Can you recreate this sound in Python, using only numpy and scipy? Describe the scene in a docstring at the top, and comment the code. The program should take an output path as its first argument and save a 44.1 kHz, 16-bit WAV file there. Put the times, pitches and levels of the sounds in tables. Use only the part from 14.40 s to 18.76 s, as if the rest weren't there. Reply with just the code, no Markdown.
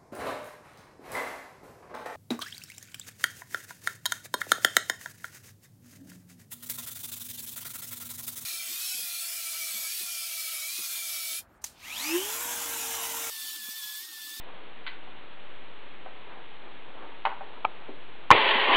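"""In a small, hard-walled room someone fumbles for the pull cord of a life jacket, close to the microphone.
Plastic fittings click as short pulses that chatter, ring and reflect; cloth rustles as shaped noise.
Then the gas cylinder is pierced with a pop that overloads the narrow-band recorder: turbulent noise hisses
and roars through the air modes of the bladder, short wavering tones swell and fade within the hiss,
and the cover bursts open and unfolds."""
import sys
import numpy as np
from scipy import signal
from scipy.fft import rfft, irfft
from scipy.io import wavfile

SR = 44100
rng = np.random.default_rng(int(sys.argv[2]) if len(sys.argv) > 2 else 0)


def to_wav(sig):
    """Store sig (one row per channel, or 1-D mono) as 16-bit WAV at the path in sys.argv[1].

    Samples outside -1..1 are clipped; the rate is SR.
    """
    pcm = np.clip(np.atleast_2d(sig), -1, 1) * 32767
    pcm = np.round(pcm).astype(np.int16)
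    wavfile.write(sys.argv[1], SR, pcm.T)  # frames by channels


N = 192351
TIME = np.arange(N) / SR
OPEN_S, BURST_S = 3.912, 4.272  # the gas starts to flow; the cover bursts open


def gain_of(db):
    """Amplitude factor for a level in dB."""
    return 10 ** (np.asarray(db) / 20)


def evened(x):
    """Brings x to rms 1."""
    return x / np.sqrt(np.mean(x ** 2) + 1e-20)


def since(s):
    """Seconds gone by after a moment, zero before it."""
    return np.maximum(TIME - s, 0)


def read(points, hz):
    """Joins (Hz, value) points on a log-frequency axis."""
    point_hz, value = np.transpose(points)
    return np.interp(np.log(hz + 1), np.log(point_hz + 1), value)


def add(mix, s, sound):
    """Lays a sound into the mix from a given second, cut off at the end."""
    part = mix[round(s * SR):][:len(sound)]
    part += sound[:len(part)]


def coloured(x, points):
    """Gives x a spectrum, at rms 1."""
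    shape = gain_of(read(points, np.fft.rfftfreq(N, 1 / SR)))
    return evened(irfft(rfft(x) * shape, N))


def wander(rate_hz):
    """Slow chance variation, faint above the given rate, at rms 1."""
    hz = np.fft.rfftfreq(N, 1 / SR)
    smooth = rfft(rng.standard_normal(N)) / (1 + (hz / rate_hz) ** 4)
    return evened(irfft(smooth, N))


def resonate(x, hz, width):
    """A resonance of gain 1 whose frequency may follow a curve."""
    turn = np.exp(2j * np.pi * np.cumsum(hz * np.ones(len(x))) / SR)
    r = np.exp(-np.pi * width / SR)
    # shift the resonance down to 0 Hz, smooth there, shift back
    smoothed = signal.lfilter([1 - r], [1, -r], x / turn + 1e-18)
    return 2 * (turn * smoothed).real


def push(centre_hz, octaves, size=4096):
    """One causal pulse of force: the harder the contact, the higher its centre."""
    hz = abs(np.fft.fftfreq(size, 1 / SR)) + 1
    log_gain = -2 * np.log(1 + (np.log2(hz / centre_hz) / octaves / 2) ** 2 * 2)
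    # the minimum phase for this spectrum puts the force after the contact
    return np.fft.ifft(np.exp(np.conj(signal.hilbert(log_gain)))).real[:size // 2]


# How long the small room rings. Each row: frequency in Hz, time to fall 60 dB in seconds.
ROOM_DECAY = [(150, 0.74), (700, 0.32), (1800, 0.41), (4000, .26)]


def room(x, delay=.005):
    """Dense reflections from near walls, each band dying at its own speed."""
    taps = rng.choice([-1., 1.], SR // 2) * (rng.random(SR // 2) < 3000 / SR)
    taps[:round(delay * SR)] = 0
    hz, t, bands = signal.stft(taps, SR, nperseg=256)
    decay = np.exp(-np.log(1000) * t / read(ROOM_DECAY, hz)[:, None])
    tail = signal.istft(bands * decay, SR, nperseg=256)[1]
    return signal.fftconvolve(x, tail / np.linalg.norm(tail))[:N]


def blows(rows, modes, ring_db):
    """Each blow chatters briefly, rings with the given modes and is thrown back by the room."""
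    t = np.arange(SR // 8) / SR
    body = np.zeros(len(t))
    for hz, db, t60 in modes:
        body += gain_of(db) * np.exp(-np.log(1000) * t / t60) * np.cos(2 * np.pi * hz * t)
    body *= gain_of(ring_db)
    body[0] += 1  # the force itself is heard beside the ring
    direct, sent = np.zeros((2, N))
    for s, db, centre_hz, octaves, chatter_s, room_db in rows:
        # the first contact is followed by a fading run of tiny slips
        contact = 0.1 * rng.standard_normal(len(t)) * np.exp(-t / chatter_s)
        contact[0] = 1
        force = signal.fftconvolve(push(centre_hz, octaves), contact)
        blow = signal.fftconvolve(force, body)
        # the level counts the energy of the whole blow as rms over 5 ms
        blow *= gain_of(db) * np.sqrt(.005 * SR) / np.linalg.norm(blow)
        add(direct, s, blow)
        add(sent, s, blow * gain_of(room_db))
    return direct + room(sent)


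def rebounds(first, gap_s, gap_ratio, fall_db, hz_ratio, count):
    """Rows for a blow and its repeats: each is weaker, with gap and centre changed by a fixed ratio."""
    s, db, centre_hz, *contact = first
    gaps = gap_s * gap_ratio ** np.arange(count - 1)
    times = s + np.cumsum([0, *gaps])
    return [(at, db - k * fall_db, centre_hz * hz_ratio ** k, *contact) for k, at in enumerate(times)]


def follower(blow, lag_s, below_db, centre_hz, octaves, chatter_s):
    """Row for a second part that a blow sets off a moment later."""
    s, db, room_db = blow[0], blow[1], blow[-1]
    return [(s + lag_s, db - below_db, centre_hz, octaves, chatter_s, room_db)]


def alike(rows, octaves, chatter_s, room_db):
    """Rows for blows that share one kind of contact."""
    return [(*row, octaves, chatter_s, room_db) for row in rows]


# Steady background in the room. Each row: frequency in Hz, relative level in dB per Hz.
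BACKGROUND = [(20, 2), (60, -11), (120, -2), (250, 0.5), (400, 2.5), (700, -1), (1500, -1.5), (3000, -1.5),
              (3600, -3), (4100, -5.5), (4600, -14)]


def background(level_db=-49):
    """Steady noise with a fixed spectrum lies under everything."""
    return gain_of(level_db) * coloured(rng.standard_normal(N), BACKGROUND)


# Colour of the rubbing cloth. Each row: frequency in Hz, relative level in dB per Hz.
CLOTH_COLOUR = [(100, -34.5), (280, -4), (420, 1), (650, -1), (950, 2), (1400, -8), (3000, -24)]
# Strokes of the sleeves. Each row: middle in seconds, length in seconds, peak level in dB before the grain.
SLEEVE_STROKES = [(.08, .45, -53), (1.94, .26, -49.3), (2.27, .17, -53), (2.62, .36, -49.3),
                  (3.25, .8, -53.5), (3.83, .1, -49)]


def sleeves(rest_db=-58, grain_db=1.76):
    """Cloth rubs in uneven strokes as the arm moves; each swells and fades over a faint steady rustle."""
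    power = gain_of(rest_db) ** 2
    for middle, length, db in SLEEVE_STROKES:
        swell = np.cos(np.pi * np.clip((TIME - middle) / length, -.5, .5))
        power = power + (gain_of(db) * swell) ** 2
    grain = gain_of(grain_db * wander(35))
    return coloured(rng.standard_normal(N), CLOTH_COLOUR) * np.sqrt(power) * grain


# Short ring shared by the knocks, scrape, bumps, thumps and flaps.
# Each row: frequency in Hz, relative level in dB, time to fall 60 dB in seconds.
SHARED_MODES = [(265, -10.5, 0.15), (778, -2.5, .04), (956, -4, 0.036), (1370, -16, 0.027),
                (1525, -8.5, .04), (1990, -7, 0.033), (3100, -12, .02)]
# The cord scrapes over a plastic edge. One row: start in seconds, level in dB, centre in Hz,
# spread in octaves, chatter in seconds, send to the room in dB.
CORD_SCRAPE = (0.4662, -30.8, 2600, 1.4, 0.007, -4.3)
# The toggle knocks against the buckle. 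One row: start in seconds, level in dB, centre in Hz,
# spread in octaves, chatter in seconds, send to the room in dB.
TOGGLE_KNOCK = (2.8522, -20, 960, 0.5, 0.0022, -7)
# Soft bumps of the hand on the padded cover. Each row: start in seconds, level in dB, centre in Hz.
HAND_BUMPS = [(0.674, -46, 710), (1.661, -38, 700), (3.009, -34, 620), (3.4875, -35, 370)]


def fumbling():
    """The cord scrapes in slips; the toggle knocks, cracks on an edge, meets padding; the hand bumps."""
    scrape = rebounds(CORD_SCRAPE, gap_s=.0062, gap_ratio=.9, fall_db=1, hz_ratio=1.1, count=3)
    knock = rebounds(TOGGLE_KNOCK, gap_s=.0102, gap_ratio=.76, fall_db=3.8, hz_ratio=1.04, count=3)
    edge = follower(TOGGLE_KNOCK, lag_s=.0018, below_db=5.6, centre_hz=2100, octaves=.66, chatter_s=.007)
    padding = follower(TOGGLE_KNOCK, lag_s=.018, below_db=12, centre_hz=400, octaves=.9, chatter_s=.0035)
    bumps = alike(HAND_BUMPS, octaves=.75, chatter_s=.012, room_db=-5)
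    return blows(scrape + knock + edge + padding + bumps, SHARED_MODES, ring_db=-40.5)


# A dry snap right at the microphone. Each row: start in seconds, level in dB, centre in Hz,
# spread in octaves, chatter in seconds, send to the room in dB.
SNAP_CONTACTS = [(3.2462, -28, 950, .4, .0005, -24), (3.2497, -26.5, 2600, 0.45, 0.0015, -37),
                 (3.2507, -17.2, 680, 1.15, 0.00088, -22)]
# Ring of the camera's case. Each row: frequency in Hz, relative level in dB, time to fall 60 dB in seconds.
CASE_MODES = [(88, -5, .1), (297, -23, 0.029), (750, -13, 0.082), (883, 1, .022), (958, -7, .018),
              (1244, 1.5, 0.026), (2320, -6, 0.019), (3210, -3, 0.019)]


def snap():
    """Three contacts in quick succession ring the camera's case, with little of the room."""
    return blows(SNAP_CONTACTS, CASE_MODES, ring_db=-26)


# The firing pin strikes. One row: start in seconds, level in dB, centre in Hz,
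# spread in octaves, chatter in seconds, send to the room in dB.
PIN_STRIKE = (3.9048, -3, 930, .55, .001, -19)
# The seal bursts. One row: start in seconds, level in dB, centre in Hz,
# spread in octaves, chatter in seconds, send to the room in dB.
SEAL_BURST = (3.9125, -2.8, 1300, 1.5, 0.0048, -12)
# Ring of the metal inflator and cylinder.
# Each row: frequency in Hz, relative level in dB, time to fall 60 dB in seconds.
INFLATOR_MODES = [(358, -11, .05), (473, -10, 0.031), (863, -3.5, 0.012), (1042, 0, 0.025),
                  (1487, -11.5, 0.028), (1783, -12, 0.021), (2075, -4, .04), (2410, -7, 0.04),
                  (3070, -11, 0.02)]
# The first gas thumps into the folded bladder. One row: start in seconds, level in dB, centre in Hz,
# spread in octaves, chatter in seconds, send to the room in dB.
BLADDER_THUMP = (3.9115, -19, 125, 1.1, 0.004, -22)
# Folds of the bladder flap open. 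Each row: start in seconds, level in dB, centre in Hz.
FOLD_FLAPS = [(3.944, -24, 440), (3.987, -36, 270), (4.151, -33.5, 225), (4.29, -27.5, 340),
              (4.345, -29, 380)]


def firing():
    """The pin pierces the cylinder, the inflator rattles from the burst, the bladder thumps and flaps."""
    rattle = rebounds(SEAL_BURST, gap_s=.0085, gap_ratio=.95, fall_db=12, hz_ratio=1, count=3)
    thumps = rebounds(BLADDER_THUMP, gap_s=.028, gap_ratio=1, fall_db=12, hz_ratio=1, count=2)
    flaps = alike(FOLD_FLAPS, octaves=.45, chatter_s=.007, room_db=-8)
    metal = blows([PIN_STRIKE] + rattle, INFLATOR_MODES, ring_db=-17)
    return metal + blows(thumps + flaps, SHARED_MODES, ring_db=-42.5)


def valve_open(rise=0.0067):
    """The pierced seal lets the gas through within milliseconds."""
    return np.clip(since(OPEN_S) / rise, 0, 1)


# Hiss at the nozzle. Each row: frequency in Hz, relative level in dB per Hz.
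JET_COLOUR = [(500, -35), (1200, -10.5), (1500, -2), (1700, -1.5), (1860, 4.5), (2250, 1), (2700, 2.5),
              (3300, 2), (3700, -3.5), (4200, -6.5), (4800, -10.5)]
JET_DB, JET_SAG_DB_PER_S, UNCOVER_DB_PER_S = -22.2, 6.5, 60  # sags as the cylinder empties, grows uncovered
RIP_S, RIP_LENGTH_S, RIP_DB = 4.092, .016, 3.1  # the fastener gives way in one short rip


def jet(flutter_db=0.9, crackle_db=-9, crackles_per_s=350):
    """Turbulent hiss and sparse crackle, swelling briefly as the cover's fastener rips."""
    rip = np.exp(-((TIME - RIP_S) / RIP_LENGTH_S) ** 2)
    jet_db = JET_DB - JET_SAG_DB_PER_S * since(OPEN_S) + RIP_DB * rip
    jet_db += UNCOVER_DB_PER_S * since(BURST_S)
    hiss = coloured(rng.standard_normal(N), JET_COLOUR) * gain_of(flutter_db * wander(46))
    clicks = rng.standard_normal(N) * (rng.random(N) < crackles_per_s / SR)
    crackle = gain_of(crackle_db) * coloured(clicks, JET_COLOUR)
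    return (hiss + crackle) * gain_of(jet_db)


def unfolding(x, near_s=.0022, growth=.003, share=0.25):
    """The swelling bladder wall reflects the hiss from ever farther, so its bands slide down."""
    delay = near_s + growth * since(OPEN_S)  # seconds
    reflection = np.interp(TIME - delay, TIME, x)
    return (x + share * reflection) / np.sqrt(1 + share ** 2)


# Air modes of the bladder. Each row: frequency in Hz, width in Hz, relative gain in dB.
AIR_MODES = [(250, 40, -18.5), (387, 66, -5.5), (431, 26, -5.5), (565, 54, -3.5), (677, 61, -5.5),
             (854, 71, 0), (1007, 114, 0.5), (1120, 55, -3.5)]
HOLLOW_DB, HOLLOW_SAG_DB_PER_S, BURST_DB = -24.7, 14, 7  # choked as the cover tightens, then freed
SURGE_DB, SURGE_S = 9, .025  # the first rush into the empty bladder


def bladder(stretch=0.021, lowest_hz=230, release_s=.006):
    """Noise from the jet excites air modes that waver as the bladder changes shape."""
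    filling = since(OPEN_S)
    freed = 1 - np.exp(-since(BURST_S) / release_s)
    surge_db = SURGE_DB * np.exp(-filling / SURGE_S)
    hollow_db = HOLLOW_DB + surge_db - HOLLOW_SAG_DB_PER_S * filling + BURST_DB * freed
    roar = np.zeros(N)
    for hz, width, db in AIR_MODES:
        wavering_hz = hz * (1 + stretch * wander(3))
        roar += gain_of(db) * resonate(rng.standard_normal(N), wavering_hz, width)
    band = signal.butter(2, [lowest_hz, 1400], "bandpass", fs=SR, output="sos")
    return evened(signal.sosfilt(band, roar)) * gain_of(hollow_db)


# Brief narrow tones within the hiss. Each row: start in seconds, end in seconds, start frequency in Hz,
# end frequency in Hz, rms level at the middle in dB.
HISS_TONES = [(4.097, 4.153, 1120, 990, -27.7), (4.165, 4.206, 1020, 1060, -29.5),
              (4.299, 4.42, 2940, 3040, -27)]


def hiss_tones(waver=0.011):
    """Short gliding, wavering sine tones that swell and fade."""
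    out = np.zeros(N)
    for start, end, start_hz, end_hz, db in HISS_TONES:
        count = max(round((end - start) * SR), 2)
        hz = np.linspace(start_hz, end_hz, count) * (1 + waver * wander(90)[:count])
        tone = np.sqrt(2) * np.sin(2 * np.pi * np.cumsum(hz) / SR)
        add(out, start, gain_of(db) * np.hanning(count) * tone)
    return out


def scene():
    """Background and handling first, then the firing and the gas."""
    handling = sleeves() + fumbling() + snap()
    gas = valve_open() * (unfolding(jet()) + bladder()) + hiss_tones()
    return (background() + handling + firing() + gas)[None]


def low_pass(x, edge_hz):
    """A steep linear-phase cut above the edge."""
    taps = signal.firwin(255, edge_hz, window=("kaiser", 9), fs=SR)
    return signal.oaconvolve(x, taps[None], "same")


def record(dry, roll_off_hz=3650, voice_band_hz=4800, edge_hz=15800, ceiling=.72, offset=0.022, drift=0.0027):
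    """A narrow-band channel with a drifting offset; the pop clips after it and so splashes into the treble."""
    dull = signal.sosfilt(signal.butter(5, roll_off_hz, fs=SR, output="sos"), dry)
    narrow = low_pass(dull, voice_band_hz)
    clipped = narrow / (1 + (narrow / ceiling) ** 16) ** (1 / 16)
    biased = clipped - offset + drift * wander(2.1)
    return low_pass(biased, edge_hz)


dry = scene()
out = record(dry)
to_wav(out)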